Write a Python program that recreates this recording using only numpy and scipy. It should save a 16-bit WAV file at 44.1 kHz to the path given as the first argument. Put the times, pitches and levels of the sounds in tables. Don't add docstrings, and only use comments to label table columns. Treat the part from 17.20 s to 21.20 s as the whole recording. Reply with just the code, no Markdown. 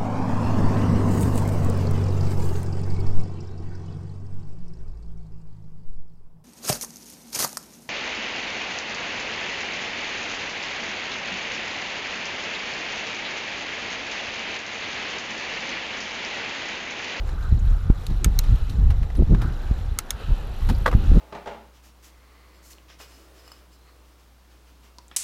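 import sys
import numpy as np
from scipy import signal
from scipy.fft import rfft, irfft
from scipy.io import wavfile
from scipy.ndimage import uniform_filter1d

SR = 44100
rng = np.random.default_rng(int(sys.argv[2]) if len(sys.argv) > 2 else 0)


def transcribe(signal):
    frames = np.atleast_2d(signal).T
    limited = np.clip(frames, -1, 1)
    pcm = np.round(limited * 32767).astype(np.int16)
    wavfile.write(sys.argv[1], SR, pcm)


N = 176400
TIME = np.arange(N) / SR


def gain(db):
    return 10 ** (np.asarray(db) / 20)

def unit(x):
    return x / np.sqrt(np.mean(x ** 2))

def curve(table, column=1):
    rows = np.array(table)
    return np.interp(TIME, rows[:, 0], rows[:, column])

def colour(x, tone):
    hz, db = np.array(tone).T
    log_hz = np.log(np.maximum(np.arange(N // 2 + 1) * SR / N, 1))
    outside = np.maximum(np.log(hz[0]) - log_hz, 0) + np.maximum(log_hz - np.log(hz[-1]), 0)
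    shape_db = np.interp(log_hz, np.log(hz), db) - 20 * outside
    return unit(irfft(rfft(x) * gain(shape_db), N))

def noise(tone):
    return colour(rng.standard_normal(N), tone)

def wander(per_s):
    step = int(SR / per_s)
    stairs = np.repeat(rng.standard_normal(N // step + 1), step)
    return unit(uniform_filter1d(stairs, step)[:N])

def grains(per_s, spread_db):
    size = gain(spread_db * np.minimum(rng.exponential(size=N), 4))
    return (rng.random(N) < per_s / SR) * size * rng.choice([-1, 1], N)

def fade(start, decay_s, rise_s):
    age = np.maximum(TIME - start, 0)
    fall = np.minimum(np.maximum(age - rise_s, 0) / decay_s, 50)
    return np.minimum(age / rise_s, 1) * np.exp(-fall)

def swell(middle, width):
    return np.exp(-.5 * np.minimum(((TIME - middle) / width) ** 2, 100))

def ring(start, notes, rise_s):
    age = np.arange(SR // 8) / SR
    wave = 0
    for hz, ring_s, db in notes:
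        cycles = hz * (1 + .01 * rng.standard_normal()) * age + rng.random()
        wave += gain(db - 60 * age / ring_s) * np.sin(2 * np.pi * cycles)
    wave *= np.minimum(age / rise_s, 1)
    return np.concatenate([np.zeros(int(start * SR)), wave, np.zeros(N)])[:N]

def resonate(x, hz, sharpness):
    peak = signal.iirpeak(hz, sharpness, fs=SR)
    return unit(signal.lfilter(*peak, signal.lfilter(*peak, x)))

def noise_band(hz, width_hz):
    lowpass = signal.butter(2, width_hz / 2, fs=SR, output="sos")
    slow = signal.sosfilt(lowpass, rng.standard_normal((2, N)))
    phase = 2 * np.pi * np.cumsum(hz) / SR
    return unit(slow[0] * np.cos(phase) + slow[1] * np.sin(phase))

def turbulence(tone, smooth_s=.045):
    air = noise(tone)
    power = np.abs(signal.hilbert(air)) ** 2 / 2
    return air / np.sqrt(uniform_filter1d(power, int(smooth_s * SR)))


# (time [s], level [dB])
WIND_LEVELS = [(0.0, -23.5), (0.26, -24.5), (0.33, -15), (0.39, -20.5), (0.52, -12), (0.6, -26), (0.7, -21),
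               (0.76, -27.5), (0.87, -32.5), (0.9, -16), (1.05, -24), (1.08, -19.5), (1.13, -20),
               (1.19, -15), (1.24, -21), (1.34, -9.5), (1.38, -30.5), (1.49, -23), (1.54, -28), (1.59, -15),
               (1.68, -11), (1.76, -21), (1.82, -16), (1.88, -30), (2.03, -14), (2.06, -25), (2.12, -16),
               (2.38, -26.5), (2.53, -23), (2.57, -28), (2.73, -22), (2.76, -34.5), (2.91, -38.5),
               (2.95, -27), (2.99, -43), (3.06, -28), (3.11, -14.5), (3.16, -27.5), (3.37, -29),
               (3.45, -15.5), (3.7, -25), (3.76, -15.5), (3.85, -23), (3.89, -10), (3.97, -10.5),
               (4.0, -39)]
# (frequency [Hz], level [dB])
WIND_TONE = [(10, -11), (20, -4.5), (32, 4), (55, -4), (80, -8), (120, -17.5), (200, -31), (400, -51.5),
             (900, -79)]

def wind_rumble():
    return turbulence(WIND_TONE) * gain(curve(WIND_LEVELS) + .5)


# (time [s], roar level [dB], grit level [dB])
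ROLL_LEVELS = [(0.0, -49, -53.5), (0.47, -52.5, -54), (1.08, -50, -53.5), (1.37, -49, -49.5),
               (1.53, -52, -53), (1.74, -49.5, -55), (1.97, -51, -55.5), (2.22, -47.5, -53.5),
               (2.29, -48.5, -51), (2.71, -49, -53.5), (3.1, -46.5, -54), (3.46, -48.5, -51.5),
               (3.77, -47.5, -53.5), (3.88, -48.5, -49.5), (4.0, -45, -46)]
# (frequency [Hz], level [dB])
ROAR_TONE = [(150, 5.5), (300, 2), (500, 2), (640, -2), (800, 1), (1000, -5), (1500, -11.5), (1800, -11),
             (2400, -22), (5000, -33)]
GRIT_TONE = [(1200, 13), (2300, 2), (3000, 1), (4000, 3), (4900, -4), (5800, -3), (7200, -7.5),
             (9000, -13.5), (11500, -11.5), (13000, -18), (15000, -11.5)]
# (time [s], level [dB])
HUM_LEVELS = [(0, -59), (.14, -51), (.26, -44), (.37, -63), (.47, -51.5), (.68, -51.5), (.85, -64),
              (1.4, -54.5), (2.11, -70), (2.23, -38.5), (2.34, -55.5), (2.44, -51), (2.7, -62), (3.02, -48),
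              (3.3, -63), (4, -50.5)]
# (time [s], pitch [Hz])
HUM_PITCH = [(0, 1390), (2.22, 1340), (2.45, 1520), (3.3, 1400)]

def rolling(flicker_db=1.3):
    roar = noise(ROAR_TONE) * gain(curve(ROLL_LEVELS) + 3.5 + flicker_db * wander(24.95))
    hum = noise_band(curve(HUM_PITCH), width_hz=380) * gain(curve(HUM_LEVELS))
    hiss = noise(GRIT_TONE)
    sand = 0
    for hz in np.geomspace(2000, 14000, 16) * (1 + .03 * rng.standard_normal(16)):
        sand += np.sqrt(hz) * resonate(grains(per_s=150, spread_db=3.5), hz, sharpness=7)
    grit = hiss + gain(-3.5) * colour(sand, GRIT_TONE)
    grit_db = curve(ROLL_LEVELS, column=2) - .5 + flicker_db * wander(16)
    return roar + hum + grit * gain(grit_db)


# (time [s], decay [s], level [dB], low ring relative to that level [dB])
RATTLES_AND_KNOCK = [(0.091, 0.0023, -56, 21.5), (.700, 0.0037, -66.5, 32.5), (0.8656, 0.0027, -31.5, -26),
                     (0.9, 0.028, -56, 9), (1.236, 0.0084, -49, 3), (1.355, 0.0041, -48, -19),
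                     (1.496, 0.0088, -42.5, -28), (1.703, 0.01, -47.5, 13), (1.828, 0.0083, -55, 15),
                     (1.901, 0.0059, -61.5, 23), (1.951, 0.0075, -49, 3), (2.146, 0.0047, -56.5, 24),
                     (2.216, 0.014, -45.5, 10), (3.418, 0.0055, -62.5, 22), (3.488, 0.013, -38, 7),
                     (3.497, 0.0054, -42.5, 11), (3.713, 0.0044, -51, 20)]
# (frequency [Hz], level [dB])
CHAIN_TONE = [(1000, -55), (2500, -2.5), (3900, 6), (5000, 4.5), (8000, -5), (11500, -3.5), (15000, -7)]
FRAME_TONE = [(300, -23), (800, 8), (1500, 1.5), (2500, -5.5), (5000, -20.5)]
GEAR_TONE = [(1500, -5), (2200, -12.5), (2550, 4), (2750, 3.5), (3000, 4), (3300, -2), (3900, -2),
             (4600, -6.5), (5200, -17), (12000, -24)]
# (time [s], level [dB])
GEAR_LEVELS = [(1.15, -69), (1.24, -55.5), (1.5, -57.5), (1.6, -67), (2.92, -64), (3.0, -48.5), (3.2, -54),
               (3.45, -58), (3.85, -51), (4, -57)]

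def chain_and_knock():
    links = unit(grains(per_s=1400, spread_db=2.5)) + rng.standard_normal(N)
    bright, low = colour(links, CHAIN_TONE), colour(links, FRAME_TONE)
    bursts = sum(gain(db) * fade(start, decay_s, rise_s=.0016) * (bright + gain(low_db) * low)
                 for start, decay_s, db, low_db in RATTLES_AND_KNOCK)
    return bursts + colour(links, GEAR_TONE) * gain(curve(GEAR_LEVELS))


# (time [s], pitch [Hz], level [dB])
PEBBLE_SCRAPES = [(0.2256, 3850, -46), (.390, 6800, -50), (1.967, 9700, -52.5), (3.547, 4500, -46)]

def pebbles():
    out = 0
    for start, hz, db in PEBBLE_SCRAPES:
        scratch = resonate(rng.standard_normal(N), hz, sharpness=5)
        out += gain(db) * fade(start, decay_s=.009, rise_s=.002) * scratch
    return out


# (time [s], width [s], level [dB])
AIR_SWIRLS = [(0.326, 0.0018, -9), (0.7013, 0.0014, 1), (.913, 0.0019, -12.5), (1.063, 0.0014, -9),
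              (1.081, 0.0027, -7), (1.296, 0.0043, -5), (1.424, 0.0077, -7.5), (1.994, 0.0012, -4),
              (2.01, 0.0013, -11), (2.023, 0.00079, -8.5), (2.11, 0.0015, -5.5), (2.134, 0.0015, -2.5),
              (2.513, 0.0019, -6), (3.124, 0.0054, -8), (3.7518, 0.0019, 1.5), (3.918, 0.0012, -6),
              (3.977, 0.0012, -3.5)]

def wind_thumps(rebound_delay_s=.0088, rebound_width_s=.00344):
    out = 0
    for middle, width, db in AIR_SWIRLS:
        push = (1 + ((TIME - middle) / width) ** 2) ** -1.5
        rebound = .46 * swell(middle + rebound_delay_s, rebound_width_s)
        out += gain(db) * (push - rebound)
    return out


# (middle time [s], half length [s], level [dB])
GUST_SWELLS = [(0.356, 0.019, -31.5), (0.907, 0.019, -35), (1.064, 0.037, -29.5), (1.28, 0.032, -39.5),
               (1.58, 0.056, -33), (2.008, 0.019, -19.5), (2.127, 0.018, -15.5), (2.204, 0.09, -29.5),
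               (3.51, 0.019, -22.5), (3.758, 0.098, -31), (3.933, 0.027, -31), (3.969, 0.012, -15)]
# (frequency [Hz], level [dB])
GUST_TONE = [(40, -56), (110, 6.5), (160, 1), (250, -5), (360, -12), (700, -33.5), (1500, -55)]

def wind_gusts():
    strength = sum(gain(db) * swell(middle, half) for middle, half, db in GUST_SWELLS)
    return turbulence(GUST_TONE) * strength


# (time [s], level [dB], lever pitch [Hz], lever ring time [s], lever note level [dB])
LEVER_PRESSES = [(1.0438, -11.5, 3605, 0.0094, -1), (2.7871, -13.5, 4100, 0.015, -13)]
LEVER_RELEASES = [(1.1890, -15.5, 4170, .009, 8), (2.9052, -16.5, 3480, 0.0051, 15.8)]
# (pitch [Hz], ring time [s], press level [dB], release level [dB])
CASE_NOTES = [(1360, 0.018, -7, -40), (2225, 0.019, -10, -11), (5560, 0.0099, -22, 1.5),
              (6490, 0.012, 2, 4), (8230, 0.0089, 5, -11), (8740, 0.0071, -5, 4), (10270, .0051, 3, -18),
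              (14400, 0.0056, 2, 11)]
# (frequency [Hz], level [dB])
HANDLEBAR_TONE = [(300, -41), (700, 7), (1500, 13.5), (3500, 5), (7000, 3), (15000, -5)]

def shifter(rise_s=.0015, bar_ring_s=.06, echo_s=.0061):
    snap = gain(-2) * noise([(1000, -45), (3000, 17), (15000, 13)])
    handlebar = gain(-16.5) * noise(HANDLEBAR_TONE)
    hz, ring_s, press_db, release_db = np.array(CASE_NOTES).T
    out = 0
    for moves, note_db in ((LEVER_PRESSES, press_db), (LEVER_RELEASES, release_db)):
        for start, db, *lever_note in moves:
            notes = [*zip(hz, ring_s, note_db), lever_note]
            click = ring(start, notes, rise_s) + snap * fade(start, .0009, rise_s)
            tail = handlebar * fade(start, bar_ring_s / np.log(1000), rise_s)
            slip = np.clip((TIME - start) / rise_s, 0, 1)
            out += gain(db) * slip * (click + tail)
    echo = gain(-26.5) * np.roll(out, int(echo_s * SR))
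    return out + echo


# (time [s], tick rate [1/s], level [dB])
HUB_TICKS = [(3.05, 64, -74), (3.2, 46, -66.5), (3.45, 45, -61.5), (3.56, 57, -61), (3.8, 52, -64),
             (3.95, 50, -66)]

def freehub(decay_s=.003, jitter=.08, spread_db=2.5):
    rate = curve(HUB_TICKS) * (1 + jitter * wander(40))
    since_tick = np.cumsum(rate / SR) % 1 / rate
    ticks = unit(np.exp(-since_tick / decay_s))
    steel = noise_band(hz=np.full(N, 11700), width_hz=2300)
    return steel * ticks * gain(curve(HUB_TICKS, column=2) + spread_db * wander(40))


# (time [s], level [dB], pitch multiplier [ratio])
STONE_KNOCKS = [(3.6589, -19.5, 1.02), (3.6617, -10.5, 0.981), (3.6688, -26.5, 0.71), (3.6781, -16, .96),
                (3.7272, -22, 0.62), (3.738, -31.5, 1)]
# (base pitch [Hz], ring time [s], level [dB])
STONE_NOTES = [(503, 0.13, -13.5), (676, 0.023, -12), (880, 0.015, 0.5), (1220, 0.025, 1),
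               (1530, 0.02, -1.5), (2000, 0.021, -2.5), (3430, 0.019, -11)]
# (frequency [Hz], level [dB])
CRACK_TONE = [(300, 5), (600, 9), (1700, 2.5), (2500, -12.5), (4000, -11.5), (7000, -23), (15000, -28)]

def stone():
    crack = gain(-7) * noise(CRACK_TONE)
    out = 0
    for start, db, pitch in STONE_KNOCKS:
        notes = [(hz * pitch, ring_s, note_db) for hz, ring_s, note_db in STONE_NOTES]
        burst = crack * fade(start, decay_s=.0085, rise_s=.00034)
        out += gain(db) * (ring(start, notes, rise_s=.00056) + burst)
    return out


def scene():
    ride = shifter() + chain_and_knock() + stone() + pebbles() + rolling() + freehub()
    wind = wind_rumble() + wind_thumps() + wind_gusts()
    return (ride + wind)[None]

def record(dry, low_hz=12, top_hz=15300):
    low_cut = signal.butter(1, low_hz, "high", fs=SR, output="sos")
    high_cut = signal.ellip(10, .2, 80, top_hz, fs=SR, output="sos")
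    x = signal.sosfilt(low_cut, dry)
    rounded = x / (1 + x ** 8) ** (1 / 8)
    return signal.sosfilt(high_cut, rounded)


dry = scene()
out = record(dry)
transcribe(out)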